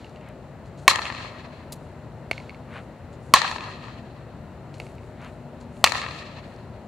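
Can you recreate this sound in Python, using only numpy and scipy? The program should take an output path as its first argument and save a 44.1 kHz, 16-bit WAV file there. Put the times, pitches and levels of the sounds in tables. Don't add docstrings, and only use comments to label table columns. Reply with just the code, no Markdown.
import sys
import numpy as np
from scipy import signal
from scipy.io import wavfile

SR = 44100
rng = np.random.default_rng(int(sys.argv[2]) if len(sys.argv) > 2 else 0)


def store_wav(level_fs):
    pcm = np.round(np.clip(np.atleast_2d(level_fs), -1, 1) * 32767)
    wavfile.write(sys.argv[1], SR, pcm.T.astype(np.int16))


N = 302967


def amp(db):
    return 10 ** (np.asarray(db) / 20)


def rms_one(x):
    return x / np.sqrt(np.mean(x ** 2) + 1e-20)


def at_hz(points, hz):
    points = np.array(points)
    return np.interp(np.log(hz), np.log(points[:, 0]), points[:, 1])


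def band(x, low_hz, high_hz):
    sos = signal.butter(2, [low_hz, high_hz], "band", fs=SR, output="sos")
    return signal.sosfilt(sos, x)


def low(x, hz):
    sos = signal.butter(2, min(hz, .45 * SR), fs=SR, output="sos")
    return signal.sosfilt(sos, x)


def drift(rate_hz):
    knots = rng.standard_normal(int(N / SR * 60) + 3)
    return np.interp(np.arange(N) / SR * rate_hz, np.arange(len(knots)), knots)


def resonate(x, hz, width_hz):
    r = np.exp(-np.pi * width_hz / SR)
    zeros = np.array([1, 0, -1]) * (1 - r * r) / 2
    poles = [1, -2 * r * np.cos(2 * np.pi * hz / SR), r * r]
    return signal.lfilter(zeros, poles, x)


def add(track, sound, start_s):
    at = round(start_s * SR)
    part = sound[..., max(-at, 0):track.shape[-1] - at]
    first = max(at, 0)
    track[..., first:first + part.shape[-1]] += part


def pair(mid, side, alike):
    alike = np.clip(alike, 0, 1)
    return np.sqrt((1 + alike) / 2) * mid + np.sqrt((1 - alike) / 2) * side * [[1], [-1]]


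def bat():
    # (time [s], barrel level [dB],
    # ring length factor [1], lag toward microphone [ms], lag toward field [ms])
    blows = [(0.879, -0.14, 1.14, 0.16, 1.72), (3.3382, -5.5, 1.5, 2.225, 1.36),
             (5.8413, 6.5, 0.71, .89, 0.916)]
    click_db, click_low_hz, click_high_hz = 22.5, 260, 4900
    sideways_ring_factor = .6
    out = np.zeros((2, N))
    impulse = np.arange(SR // 10) == 0
    click = band(amp(click_db) * impulse, click_low_hz, click_high_hz)
    for start_s, barrel_db, ring_factor, lag_ms, field_lag_ms in blows:
        direct = blow(barrel_db, ring_factor, lag_ms)
        add(out, direct * amp([[-1.], [1.]]), start_s)
        sideways = click + barrel(sideways_ring_factor, field_lag_ms, column=3)
        add(out, signal.fftconvolve(field(), sideways[None], axes=1), start_s)
    return out


def blow(barrel_db, ring_factor, lag_ms):
    crack_db, crack_t60_s, crack_low_hz, crack_high_hz = 12.5, .012, 820, 5000
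    t = np.arange(SR // 10) / SR
    burst = rng.standard_normal(len(t)) * amp(crack_db - 60 * t / crack_t60_s)
    crack = band(burst, crack_low_hz, crack_high_hz)
    return crack + amp(barrel_db) * barrel(ring_factor, lag_ms, column=2)


def barrel(ring_factor, lag_ms, column):
    # (frequency [Hz], t60 before the ring length factor [s],
    # level toward microphone [dB], level toward field [dB])
    barrel_modes = [(640, 0.005, 5, -1.5), (860, 0.008, 11.5, -9), (1081, 0.017, 10.5, -4.7),
                    (1290, 0.012, -5, 3.5), (1914, 0.011, -1.1, -1.2), (2236, 0.015, 1.6, -4),
                    (2650, 0.0067, -0.86, 0.5), (3230, 0.0078, -2.9, -12.5), (4214, 0.0087, 0.5, -6)]
    far_end_share, onset_s = .7, .001
    t = np.arange(SR // 10) / SR
    ring = 0
    for mode in barrel_modes:
        hz, t60_s = mode[:2]
        both_ends = abs(1 - far_end_share * np.exp(2j * np.pi * hz * lag_ms / 1000))
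        decay = amp(mode[column] - 60 * t / (t60_s * ring_factor))
        ring = ring + both_ends * decay * np.sin(2 * np.pi * hz * t)
    return ring * np.minimum(t / onset_s, 1)


def field():
    # (delay [s], level [dB], left over right [dB], low-pass [Hz])
    echo_rows = [(.006, -10, -2, 9000), (.021, -14.5, -2.5, 9000), (.032, -10, -2, 3937),
                 (.040, -22, -7.5, 5060), (0.0538, -24, 5, 12170), (0.079, -18, 15, 11900),
                 (0.107, -19, -10, 2920), (0.112, -15.5, 10, 2130), (0.139, -23, -2, 9000),
                 (.175, -21.5, -2, 9000), (.186, -24, -3, 4830), (.2218, -21.5, 5, 3000),
                 (.245, -26.5, 4, 5000), (.269, -27.5, 3, 5000), (.301, -40, -2, 9000)]
    # (frequency [Hz], loss [dB/s])
    band_losses = [(300, 16.5), (800, 6.5), (1600, -11), (3000, -6), (5000, 26), (7500, 40), (11000, 80),
                   (16000, 123.5)]
    # (frequency [Hz], left-right likeness [1])
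    scatter_alike = [(300, 0.63), (1400, .7), (3000, .3), (7000, 0.043)]
    grain_db = 3
    patch_db = 4.5
    echo_smear_s = .0045
    low_cut_hz = 760
    near_db, near_t60_s, near_end_s, near_side_share = -37, .17, .04, .5
    rise_s = .012
    wide_db, wide_t60_s, edge_s, edge_swell_s, edge_db = -44, 1.287, .39, .14, 3.5

    t = np.arange(int(1.3 * SR)) / SR
    sizes_db = grain_db * np.minimum(rng.exponential(1, len(t)), 5)
    grains = rng.standard_normal((2, len(t))) * amp(sizes_db)
    rise = np.minimum(t / rise_s, 1)
    near = amp(near_db - 60 * t / near_t60_s) * rise * (t < near_end_s) * [[1], [near_side_share]]
    swell_db = edge_db * np.clip(1 - (edge_s - t) / edge_swell_s, 0, 1) * (t < edge_s)
    wide = amp(wide_db - 60 * t / wide_t60_s + swell_db) * rise
    scatter = (near + wide) * rms_one(grains)

    echoes = np.zeros((2, len(t)))
    for delay_s, level_db, left_db, dull_hz in echo_rows:
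        burst = rng.standard_normal(1500) * np.exp(-t[:1500] / echo_smear_s * 2)
        burst = low(burst, dull_hz)
        burst = burst / np.sqrt(np.sum(burst ** 2) * SR / 2 / dull_hz)
        add(echoes, amp(level_db) * burst * amp([[left_db / 2], [-left_db / 2]]), delay_s)

    out, below = 0, 0
    for hz, loss_db_per_s in band_losses:
        upto = low(np.vstack([scatter, echoes]), hz * 1.25)
        part, below = upto - below, upto
        patches = amp(patch_db * drift(40)[:len(t)])
        scatter_part = patches * pair(*part[:2], at_hz(scatter_alike, hz))
        out = out + (scatter_part + part[2:]) * amp(-loss_db_per_s * t)
    return signal.sosfilt(signal.butter(2, low_cut_hz, "high", fs=SR, output="sos"), out)


def glove():
    # (time [s], level [dB])
    slaps = [(-.022, -30.5), (2.3124, -24), (4.8001, -34.5)]
    # (delay [s], level [dB])
    slap_echoes = [(.004, -13), (.018, -17), (0.0663, -14.5), (.088, -23), (0.182, -18.5), (.192, -26),
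                   (.233, -26)]
    # (frequency [Hz], width [Hz], gain [dB])
    leather = [(400, 520, 13), (710, 240, 19.5), (1340, 390, 8), (2200, 186, 20), (2770, 290, 15),
               (4600, 770, 8), (9000, 6100, -9)]
    puff_t60_s, click_gain = .018, 6
    echo_low_hz, echo_high_hz = 1600, 6800
    wash_db, wash_t60_s, wash_low_hz, wash_high_hz = -17.5, .84, 920, 4300
    out, t = np.zeros(N), np.arange(SR // 2) / SR
    for start_s, level_db in slaps:
        puff = rng.standard_normal(len(t)) * amp(-60 * t / puff_t60_s) + click_gain * (t == 0)
        puff = puff * amp(level_db)
        slap = 0
        for k, (hz, width_hz, gain_db) in enumerate(leather):
            slap = slap + (-1) ** k * amp(gain_db) * resonate(puff, hz, width_hz)
        add(out, slap, start_s)
        for delay_s, echo_db in slap_echoes:
            add(out, amp(echo_db) * band(slap, echo_low_hz, echo_high_hz), start_s + delay_s)
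        wash = band(rng.standard_normal(len(t)), wash_low_hz, wash_high_hz)
        add(out, wash * amp(level_db + wash_db - 60 * t / wash_t60_s), start_s)
    return out


def dirt():
    # (time of top [s], level [dB])
    drag, drags = (0.068, 0.034, 710, 2760), [(.28, -51), (2.775, -42.5), (5.262, -45)]
    step, steps = (.007, .03, 2300, 8500), [(.052, -72), (.66, -65), (.783, -57.5), (.82, -66), (3.13, -61),
                                 (4.744, -59), (5.609, -60)]
    hiss, hisses = (.045, .12, 4500, 10500), [(.061, -77), (.85, -66.5), (1.80, -72), (2.75, -68.5), (3.249, -68),
                                   (4.821, -63.5), (5.042, -73), (5.25, -68), (5.773, -64.5), (6.48, -72)]
    tap, taps = (.0015, .015, 3000, 13000), [(1.723, -38), (1.756, -58)]
    # (time [s], level [dB], centre [Hz])
    ticks = [(.0955, -48, 4000), (.288, -44, 6000), (2.754, -45, 1910), (2.781, -39, 2100),
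             (3.845, -55, 2704), (4.742, -40, 3300), (4.7686, -42, 2400), (4.7825, -50, 6740),
             (4.953, -51.5, 7500), (5.217, -49, 5800), (5.247, -39, 3420), (5.7683, -44, 2700),
             (6.563, -43, 2980)]
    grit_spread_db = 5
    tick_span, tick_decay_s = 1.72, .0006
    out, t = np.zeros(N), np.arange(SR) / SR - .5
    for shape, events in [(drag, drags), (step, steps), (hiss, hisses), (tap, taps)]:
        rise_s, fall_s, low_hz, high_hz = shape
        swell = np.exp(-(t / np.where(t < 0, rise_s, fall_s)) ** 2)
        for top_s, level_db in events:
            sizes_db = grit_spread_db * np.minimum(rng.exponential(1, SR), 5)
            grains = rng.standard_normal(SR) * amp(sizes_db)
            scuff = rms_one(band(low(grains, high_hz), low_hz, high_hz))
            add(out, amp(level_db) * swell * scuff, top_s - .5)
    for start_s, level_db, hz in ticks:
        grain = rng.standard_normal(400) * np.exp(-np.arange(400) / SR / tick_decay_s)
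        tick = band(grain, hz / tick_span, hz * tick_span) * np.sqrt(SR / 3 / hz)
        add(out, amp(level_db) * tick, start_s)
    return out


def far():
    # (frequency [Hz], density [dB per Hz])
    far_spectrum = [(13, -65), (22, -47), (59, -4.5), (112, -3.5), (179, -9), (242, -6.5), (328, -16.5),
                    (356, -15.5), (585, -13), (1490, -28), (1910, -28.5), (2900, -38), (4140, -46),
                    (5030, -43), (16000, -59.5)]
    # (frequency [Hz], left-right likeness [1])
    far_alike = [(100, 1), (640, 0.94), (1400, .85), (3100, 0.6), (6800, 0.031)]
    # (frequency [Hz], width per resonator pass [Hz], rms level [dB])
    hums = [(114.6, 8, -56), (142, 6.9, -50.5), (240.8, 2.1, -56), (380, 10, -61), (609, 8.9, -58)]
    noise_rms_db, together_db, single_db = -41.5, .32, .59
    noise, together, white = 0, drift(.75), rng.standard_normal((2, 2, N))
    edges_hz = 22 * 2 ** np.arange(0, 9.6, .5)
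    for k, (low_hz, high_hz) in enumerate(zip(edges_hz, edges_hz[1:])):
        hz = np.sqrt(low_hz * high_hz)
        gain = amp(at_hz(far_spectrum, hz) + together_db * together + single_db * drift(11.0))
        mid, side = band(white[k % 2], low_hz, high_hz)
        noise = noise + gain * pair(mid, side, at_hz(far_alike, hz))
    hum = 0
    for hz, width_hz, level_db in hums:
        tone = resonate(resonate(white[0, 0], hz, width_hz), hz, width_hz)
        hum = hum + amp(level_db) * rms_one(tone)
    return amp(noise_rms_db) * rms_one(noise) + hum


def scene():
    return bat() + glove() * amp([[-2.4], [2.4]]) + dirt() * amp([[-.3], [.3]]) + far()


def record(dry):
    # (frequency [Hz], width [Hz], gain [dB])
    housing = [(4280, 480, 5.5), (7080, 700, 3), (5360, 1800, -4), (3335, 200, -0.5)]
    left_db, left_cut_hz = 3.5, 4900
    clip_level, top_cut_hz, low_cut_hz = .93, 16300, 30
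    for hz, width_hz, gain_db in housing:
        dry = dry + (amp(gain_db) - 1) * resonate(dry, hz, width_hz)
    below_treble = signal.lfilter(*signal.butter(1, left_cut_hz, fs=SR), dry)
    dry = dry + (amp([[left_db / 2], [-left_db / 2]]) - 1) * below_treble
    clipped = np.clip(dry, -clip_level, clip_level)
    cut = signal.sosfilt(signal.cheby2(18, 50, top_cut_hz, fs=SR, output="sos"), clipped)
    cut = signal.lfilter(*signal.butter(1, low_cut_hz, "high", fs=SR), cut)
    return np.clip(cut, -1, 1)


dry = scene()
out = record(dry)
store_wav(out)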